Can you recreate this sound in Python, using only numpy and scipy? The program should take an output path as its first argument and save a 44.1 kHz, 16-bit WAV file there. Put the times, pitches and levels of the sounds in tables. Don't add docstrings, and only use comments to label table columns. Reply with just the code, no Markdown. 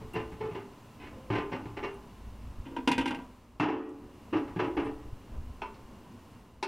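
import sys
import numpy as np
from scipy import signal
from scipy.fft import rfft, irfft, next_fast_len
from scipy.io import wavfile
from scipy.ndimage import uniform_filter1d

SR = 44100
rng = np.random.default_rng(int(sys.argv[2]) if len(sys.argv) > 2 else 0)


def pcm_store(signal):
    levels = np.round(np.clip(np.atleast_2d(signal), -1, 1) * 32767)
    wavfile.write(sys.argv[1], SR, levels.astype(np.int16).T)


N = 294235

# frequency in Hz, relative level in dB.
IRON_WASH = [(70, -38), (115, 0), (165, -4), (220, -3.5), (330, 2.5), (480, -7.5), (640, -6), (850, -3.5),
             (1200, -6), (1600, -13), (2900, -17), (3700, -28.5), (5600, -35), (9000, -48.5), (15000, -62)]


def pot():
    # start in seconds, grind time in seconds, favoured pitch in Hz, level, extra thud and
    # brightness in relative dB, ring length factor (below 1 when pressed, above 1 when hanging free).
    knocks = [(3.598, 0.0024, 298, -30, -3, 8, 0.87), (3.627, 0.0082, 278, -31, -28, 4, 0.87),
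              (3.683, 0.005, 304, -32, -26, 0.5, 1.62), (3.724, 0.0027, 280, -36, -28, -10.5, 1.73),
              (4.327, 0.013, 315, -27, -14.5, -2.5, 0.55), (4.352, 0.019, 315, -40, -2, 7.5, 0.97),
              (4.4, 0.0024, 258, -38.5, -19, -18, 1.3), (4.477, .0025, 260, -50.5, -3, 7, .9),
              (4.561, 0.0028, 360, -38, 5, 1, 1.3), (4.591, 0.008, 365, -29.5, -13, 5, 0.77),
              (4.642, 0.0024, 337, -35, -3.5, 2, 0.91), (4.767, 0.007, 308, -29, -18, 0, 0.91),
              (4.797, 0.0042, 337, -32.5, -15, -1.5, 0.69), (4.848, 0.023, 427, -37.5, -10.5, -1.5, 0.82)]
    # frequency in Hz, relative level in dB, t60 in seconds before that factor.
    modes = [(112, -2.5, 0.49), (175.5, -5, 0.58), (285, 0, 0.81), (311.8, -2.5, 0.75), (362.4, 0.5, 0.66),
             (404.6, -7.5, 0.52), (436, -2, 0.66), (534, -17.5, 0.93), (768, -19.5, 0.78), (834, -18, 0.31),
             (857, -12.5, 0.52), (905, -12, 0.34), (977, -7, 0.69), (1047, -11, 0.35), (1176, -12, 0.64),
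             (1286, -10.5, 0.31), (1635, -15, 0.4), (1795, -10.5, 0.33), (1908, -22, 1), (2090, -24, 0.33),
             (2190, -16, 0.19), (2660, -15, 0.32), (2746, -21, 0.26), (2800, -14.5, 0.3)]
    # register gain in dB, share of the brightness.
    voice = [(-1.5, 0), (1.5, 0.0098), (-8, 0.9), (-13, 0.94), (-32.5, 1.4)]
    return undb(-1) * play(knocks, IRON_WASH, ripple_db=2.5, voice=voice, accent="thud", edge=-0.1,
                           modes=modes, modes_db=-6, scatter_db=3.5, own_hz=833, favour_db=6.5,
                           early_db=-2, early_s=0.068, early_db_per_octave=0, crispness=0.17)


def lid():
    # start in seconds, grind time in seconds, favoured pitch in Hz, then level, extra clang
    # and brightness in relative dB.
    knocks = [(2.652, 0.02, 870, -45.5, -7, -6), (2.704, 0.026, 988, -46, -3, -15),
              (2.764, 0.0021, 952, -36.5, 3.5, -3.5), (2.875, 0.0024, 975, -25.5, -1.5, 0),
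              (2.915, 0.0021, 970, -37.5, 1.5, 9.5), (2.98, 0.0016, 920, -29, -2, .5),
              (3.01, .0022, 920, -39.5, 2, 3), (3.057, 0.0025, 813, -32.5, -0.5, -0.5),
              (3.077, 0.0021, 940, -47, -10, 11.5), (3.107, 0.0016, 906, -37, 1, 0.5),
              (3.146, 0.0017, 913, -45, 2.5, 4.5), (3.189, 0.002, 990, -48.5, 4, -2),
              (5.618, .0016, 1010, -43, 2.5, -6.5), (5.655, 0.0029, 1004, -55, -5, -5),
              (5.742, 0.0018, 891, -66, -3, 8), (6.6268, 0.0028, 868, -38.5, 0, 6.5)]
    # frequency in Hz, relative level in dB, t60 in seconds before damping.
    loose_modes = [(253, -6.5, 0.82), (274.3, 1, 0.34), (302, -5.5, 0.48), (331, 3.5, 0.4),
                   (358, -5.5, 0.34), (373, -7, 0.21), (450, -13, 0.72), (483, -7, 0.34), (816, -7, 0.48),
                   (930.4, 2, 0.28), (977, -1.5, 0.5), (998, -8.5, 0.33), (1427, -8, 0.21),
                   (1572, -10, 0.54), (1920, -9, 0.27), (2100, -10, 0.28), (2427, -13, 0.32),
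                   (2490, -11.5, 0.48), (2780, -10.5, 0.23), (2810, -9.5, 0.23), (3040, -13, 0.21),
                   (3030, -14, 0.37), (3300, -32, .5), (3434, -24, 0.52), (3450, -22, 0.55),
                   (4830, -26, 0.27), (5350, -30, 0.19), (5680, -26, 0.13), (6930, -40, 0.2),
                   (8500, -34, 0.1)]
    seated_modes = [(283, -9.5, 0.46), (352, -1.5, 0.56), (384, -4.5, 0.3), (440, -8, 0.38), (567, -4.5, 1),
                    (678, -6, 0.26), (830, 5, 0.11), (893, 1, 0.73), (984, -1, 0.37), (1004, -2, 0.33),
                    (1264, -5, .45), (1563, -12, 0.46), (2010, -8, .45), (2196, -2.5, 0.38),
                    (2530, -0.5, 0.37), (2700, 1, .45), (3100, -15, 0.39), (3300, -14, .3),
                    (4220, -11, 0.49), (4460, -21, .35), (5400, -17, 0.31), (5660, -21, .3)]
    # frequency in Hz, relative level in dB.
    loose_wash = [(70, -37), (200, -20.5), (290, -10.5), (420, -2), (700, -2.5), (960, -1), (1180, -6.5),
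                  (1750, -8.5), (2700, -3.5), (4000, -17.5), (6000, -26), (10500, -31), (12000, -40.5),
                  (15000, -44)]
    seated_wash = [(70, -22), (230, 5), (400, -2), (600, -3), (880, -15), (1250, -4), (1750, -4),
                   (2450, -3), (3700, -13.5), (5500, -11), (7000, -25.5), (10000, -29), (15000, -50)]
    # register gain in dB, share of the brightness.
    loose_voice = [(-16.5, 0.88), (1, 0.041), (-2.5, 0.37), (-6.5, 1.09), (-17.5, 1.22)]
    seated_voice = [(-18, 0), (-1, 0.17), (3, 0.091), (-2, 0), (-12.5, 1)]
    seated_from_s = 4
    loose_ring, seated_ring = 0.65, 0.78
    loose = [(*row, loose_ring) for row in knocks if row[0] < seated_from_s]
    seated = [(*row, seated_ring) for row in knocks if row[0] >= seated_from_s]
    rattle = play(loose, loose_wash, ripple_db=1, voice=loose_voice, accent="clang", edge=0.35,
                  modes=loose_modes, modes_db=2.5, scatter_db=1.5, own_hz=264.6, favour_db=5.5,
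                  early_db=1, early_s=0.051, early_db_per_octave=3.5, crispness=0.47)
    clank = play(seated, seated_wash, ripple_db=4, voice=seated_voice, accent="clang", edge=0,
                 modes=seated_modes, modes_db=-6, scatter_db=2.5, own_hz=405, favour_db=9,
                 early_db=1.5, early_s=0.058, early_db_per_octave=6, crispness=0.2)
    return rattle + clank


def stove():
    # start in seconds, grind time in seconds, favoured pitch in Hz, then level, extra thud
    # and brightness in relative dB.
    shoves = [(.012, 0.0042, 450, -51.5, 1.5, -5), (.137, 0.0081, 355, -45.5, -8, 1),
              (.153, 0.0087, 330, -35.5, -4, 1.5), (.195, 0.0028, 480, -44, -20, -1),
              (0.316, 0.011, 292, -55, 4.5, 4), (.403, 0.011, 425, -38.5, -7.5, -6),
              (.44, 0.018, 420, -43.5, -6, -9), (.508, 0.007, 433, -55, 9, 6),
              (.546, 0.0091, 398, -40, -27, -1.5), (1.0, 0.044, 289, -53.5, -10, 5.5),
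              (1.065, .006, 283, -57.5, -7, 10), (1.301, 0.0044, 273, -34, 2.5, -1.5),
              (1.322, 0.011, 313, -37.5, -6, 3), (1.349, 0.0092, 373, -36, -28, 5),
              (1.383, 0.0038, 367, -37, -4, 0), (1.517, .016, 314, -38.5, -5.5, 3),
              (1.553, 0.0028, 260, -40, -13, -11), (1.655, 0.0033, 363, -46, 5, -3.5),
              (1.768, 0.0056, 398, -41.5, -24, 3.5), (1.826, 0.019, 401, -37.5, -35, 3.5)]
    # frequency in Hz, relative level in dB, t60 in seconds before damping.
    modes = [(112.7, -4.5, 0.56), (171.4, -3, 0.22), (192.6, -9.5, 0.094), (261.7, -8, 0.37),
             (283.2, -14.5, 0.2), (294, -7.5, 0.85), (342.2, -5, 0.17), (375, -2, 0.15),
             (396.3, -6.5, 0.58), (437.4, -4.5, 0.62), (521.7, -10.5, 0.22), (560.7, -9, 0.3),
             (741, -12, 0.33), (840, -16, 0.32), (850, -10, 0.87), (1030, -13.5, 1), (1007, -11.5, 0.2),
             (1192, -17, 0.63), (1514, -26.5, 0.81), (1840, -27, 0.27), (2210, -18, 0.32),
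             (2300, -23.5, 0.13), (2500, -19, 0.3), (2650, -28, .35), (2770, -22.5, 0.43), (3000, -24, .3)]
    # register gain in dB, share of the brightness.
    voice = [(0.5, 0.16), (1, 0), (-4.5, 0.38), (-8.5, 1), (-26.5, 0.91)]
    damped = [(*row, 0.86) for row in shoves]
    return play(damped, IRON_WASH, ripple_db=4.5, voice=voice, accent="thud", edge=-0.2,
                modes=modes, modes_db=1.5, scatter_db=3.5, own_hz=904, favour_db=6.5,
                early_db=-0.5, early_s=0.17, early_db_per_octave=3.5, crispness=0.3)


def groans(waver=0.0208, rough_db=3.5, attack_s=0.0038, t60=0.13):
    # start and length in seconds, slip rate, driven resonance and its width in Hz, level in dB.
    slips = [(.132, 0.046, 1383, 2830, 500, -50.5), (.408, 0.083, 436, 450, 160, -38),
             (.998, 0.062, 501, 2360, 1000, -56), (1.11, 0.28, 521, 528, 100, -56),
             (1.369, 0.15, 401.4, 400, 119, -44.5)]
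    out = np.zeros(N)
    t = np.arange(SR // 2) / SR
    for start_s, length_s, slip_hz, centre_hz, width_hz, db in slips:
        phase = 2 * np.pi * np.cumsum(slip_hz * (1 + waver * walk(len(t), 91))) / SR
        tone = np.zeros(len(t))
        for k in range(1, 9):
            harmonic = np.sin(k * phase + rng.uniform(0, 2 * np.pi))
            roughness = undb(rough_db * walk(len(t), 123))
            resonance = 1 / np.hypot(1, 2 * (k * slip_hz - centre_hz) / width_hz)
            rolloff = 1 / np.hypot(1, (k * slip_hz / 3300) ** 4)
            tone += harmonic * roughness * resonance * rolloff
        attack = np.minimum(t / attack_s, 1)
        release = np.exp(-np.log(1000) * np.maximum(t - length_s, 0) / t60)
        start = int(start_s * SR)
        out[start:start + len(t)] += undb(db) * attack * release * tone / rms(tone)
    return out


def ticks():
    # start in seconds, pitch in Hz, width in octaves, t60 in seconds, level in dB.
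    snaps = [(.134, 10000, 0.63, 0.089, -57), (.322, 8500, .6, .12, -69), (1.351, 8000, 0.55, .15, -68),
             (1.94, 9400, 0.15, 0.052, -62), (3.891, 7360, 0.58, 0.061, -68),
             (4.846, 9050, .3, 0.23, -66.5), (5.742, 4180, .25, 0.19, -72)]
    out = np.zeros(N)
    size = SR // 4
    t, f = np.arange(size) / SR, freqs(size) + 1
    for start_s, hz, octaves, t60, db in snaps:
        band = np.exp(-(np.log2(f / hz) / octaves) ** 2)
        spit = irfft(rfft(rng.standard_normal(size)) * band, size)
        start = int(start_s * SR)
        out[start:start + size] += undb(db) * spit / rms(spit) * swell(t, 0.001, t60)
    return out


def play(rows, wash, ripple_db, **metal):
    f = np.geomspace(60, 16000, 700)
    bunching = ripple_db * rng.standard_normal(len(f)) * np.minimum(f / 1500, 1)
    shell = np.c_[f, over_hz(wash, f) + bunching]
    out = np.zeros(N + 2 * SR)
    for row in rows:
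        sound = contact(row, shell, **metal)
        start = int(row[0] * SR)
        out[start:start + len(sound)] += sound
    return out[:N]


def contact(row, shell, voice, accent, edge, modes, modes_db, scatter_db, own_hz, favour_db,
            early_db, early_s, early_db_per_octave, crispness):
    registers = [(70, 210), (210, 600), (600, 1500), (1500, 3500), (3500, 15000)]
    # frequency in Hz, gain in dB.
    soft_tone = [(3600, 1.5), (5400, 3), (7000, -2.5), (14000, -10)]
    # frequency in Hz, t60 in seconds before the ring factor.
    wash_t60 = [(100, 0.41), (300, 0.68), (1000, 0.59), (2800, 0.36), (5000, 0.42), (12000, 0.18)]
    _, grind_s, favoured_hz, blow_db, accent_db, bright_db, ring_factor = row
    levels = [blow_db + db + share * bright_db for db, share in voice]
    levels[("thud", "body", "clang").index(accent)] += accent_db
    firm_db = -29.5
    levels[-1] += edge * (blow_db + bright_db - firm_db)
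    size = next_fast_len(int(0.7 * SR))
    t, f = np.arange(size) / SR, freqs(size)
    favour = favour_db * favouring(f, (favoured_hz, own_hz))
    hz, db, t60 = np.transpose(modes)
    db = db + modes_db + np.interp(hz, f, favour) + scatter_db * rng.standard_normal(len(hz))
    hz = hz * (1 + 0.0018 * rng.standard_normal(len(hz)))
    t60 = ring_factor * t60
    phase = rng.uniform(0, 2 * np.pi, len(hz))
    softness = np.clip(np.log2(grind_s / 0.0033), 0, 1)
    wash_db = over_hz(shell, f) + favour + softness * over_hz(soft_tone, f)
    wash = rfft(rng.standard_normal(size)) * undb(wash_db)
    wash /= rms(irfft(wash, size))
    chatter = undb(0.6 * walk(size, 302) * np.exp(-t / (grind_s + 0.021)))
    attack = slice(0, int((grind_s + 0.03) * SR))
    out = np.zeros(size)
    for (low, high), level_db in zip(registers, levels):
        centre = np.sqrt(low * high)
        part = irfft(wash * ((f >= low) & (f < high)), size) * chatter
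        part *= swell(t, grind_s, ring_factor * over_hz(wash_t60, centre))
        for k in np.flatnonzero((hz >= low) & (hz < high)):
            alive = t[:int((grind_s + t60[k]) * SR)]
            mode = np.sin(2 * np.pi * hz[k] * alive + phase[k])
            part[:len(alive)] += undb(db[k]) * mode * swell(alive, grind_s, t60[k])
        direct_s = early_s * (1000 / centre) ** crispness
        direct = np.exp(-np.maximum(t - grind_s, 0) / direct_s)
        part *= 1 + undb(early_db + early_db_per_octave * np.log2(centre / 1000)) * direct
        part *= 1 + 0.66 * (1 - softness) * centre / 7000 * np.exp(-t / 0.0011)
        out += part * undb(level_db) / rms(part[attack])
    return out


def favouring(f, pitches):
    peaks = sum(np.exp(-((f - pitch) / (12 + pitch / 50)) ** 2) for pitch in pitches)
    neighbours = np.exp(-(np.log((f + 1) / min(pitches)) / 0.11) ** 2)
    return peaks + 0.6 * neighbours


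def swell(t, grind_s, t60):
    build = np.sqrt((t / grind_s).clip(0, 1))
    return build * np.exp(-np.log(1000) * (t - grind_s).clip(0) / t60)


def buffet(flutter_db=3.5, flutter_hz=14):
    # frequency in Hz, relative level in dB.
    rumble_tone = [(12, 1.5), (30, -5.5), (55, 5), (80, -3), (130, -14.5), (250, -59), (600, -73)]
    # time in seconds, level in dB.
    draught_levels = [(0, -55), (.7, -57.5), (2.0, -51.5), (3.1, -55.5), (3.6, -61), (4.3, -59),
                      (4.95, -46.5), (5.7, -54.5), (6.67, -63.5)]
    # peak time and half length in seconds, level in dB.
    puff_peaks = [(2.273, 0.084, -43.5), (2.471, 0.063, -41), (2.597, 0.022, -35), (5.129, 0.017, -34),
                  (5.372, .05, -36), (5.493, 0.039, -40.5)]
    t = np.arange(N) / SR
    rumble = colour(rng.standard_normal(N), rumble_tone)
    running_rms = np.sqrt(uniform_filter1d(rumble ** 2, SR // 10) + 1e-12)
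    draught = undb(over_time(draught_levels) + flutter_db * walk(N, flutter_hz))
    puffs = sum(undb(db) * np.exp(-((t - peak_s) / half_s) ** 2) for peak_s, half_s, db in puff_peaks)
    return rumble / running_rms * np.hypot(draught, puffs)


def hush(base_db=-55):
    # frequency in Hz, relative level in dB.
    air_tone = [(53, -29), (90, -4.5), (124, -7), (158, -13), (237, -5), (276, -14), (389, -15.5),
                (527, -19), (793, -21.5), (1000, -19), (1140, -23), (1650, -30), (2710, -33), (3660, -36.5),
                (15500, -47.5)]
    # frequency in Hz, width in Hz, boost in dB.
    resonances = [(280, 27, 3.5), (1036, 56, 3), (2800, 180, 4.5)]
    # time in seconds, dB above the base level.
    fader = [(0, 5.5), (.7, 4.5), (3.2, 3.5), (3.45, -1), (3.75, -5.5), (3.95, -1), (4.2, 3), (4.4, 3.5),
             (6.35, 3), (6.6, -3), (6.67, -6)]
    f = np.geomspace(20, 20000, 300)
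    peaks_db = sum(db * np.exp(-((f - hz) / width) ** 2) for hz, width, db in resonances)
    air = colour(rng.standard_normal(N), np.c_[f, over_hz(air_tone, f) + peaks_db])
    lows = signal.sosfilt(signal.butter(1, 900, fs=SR, output="sos"), air)
    air += lows * (undb(1.4 * walk(N, 14)) - 1)
    return air / rms(air) * undb(base_db + over_time(fader))


def undb(db):
    return 10 ** (np.asarray(db) / 20)


def rms(x):
    return np.sqrt(np.mean(x ** 2) + 1e-20)


def over_hz(points, f):
    hz, value = np.transpose(points)
    return np.interp(np.log(f + 1e-3), np.log(hz), value)


def over_time(points):
    return np.interp(np.arange(N) / SR, *np.transpose(points))


def freqs(size):
    return np.fft.rfftfreq(size, 1 / SR)


def colour(x, points):
    size = next_fast_len(len(x))
    return irfft(rfft(x, size) * undb(over_hz(points, freqs(size))), size)[:len(x)]


def walk(size, rate_hz):
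    steps = np.arange(size) / SR * rate_hz
    return np.sqrt(3 / 2) * np.interp(steps, np.arange(2048), rng.standard_normal(2048))


def scene():
    # frequency in Hz, side minus mid in dB.
    hiss_width = [(100, -23), (1000, -21.5), (2500, -19), (4500, -14.5), (8000, -6.5), (13000, -9)]
    mid = stove() + groans() + ticks() + lid() + pot() + buffet() + hush()
    side = colour(hush(), hiss_width)
    return np.array([mid + side, mid - side])


def record(dry):
    return signal.sosfilt(signal.ellip(10, 0.2, 80, 15750, fs=SR, output="sos"), dry)


dry = scene()
out = record(dry)
pcm_store(out)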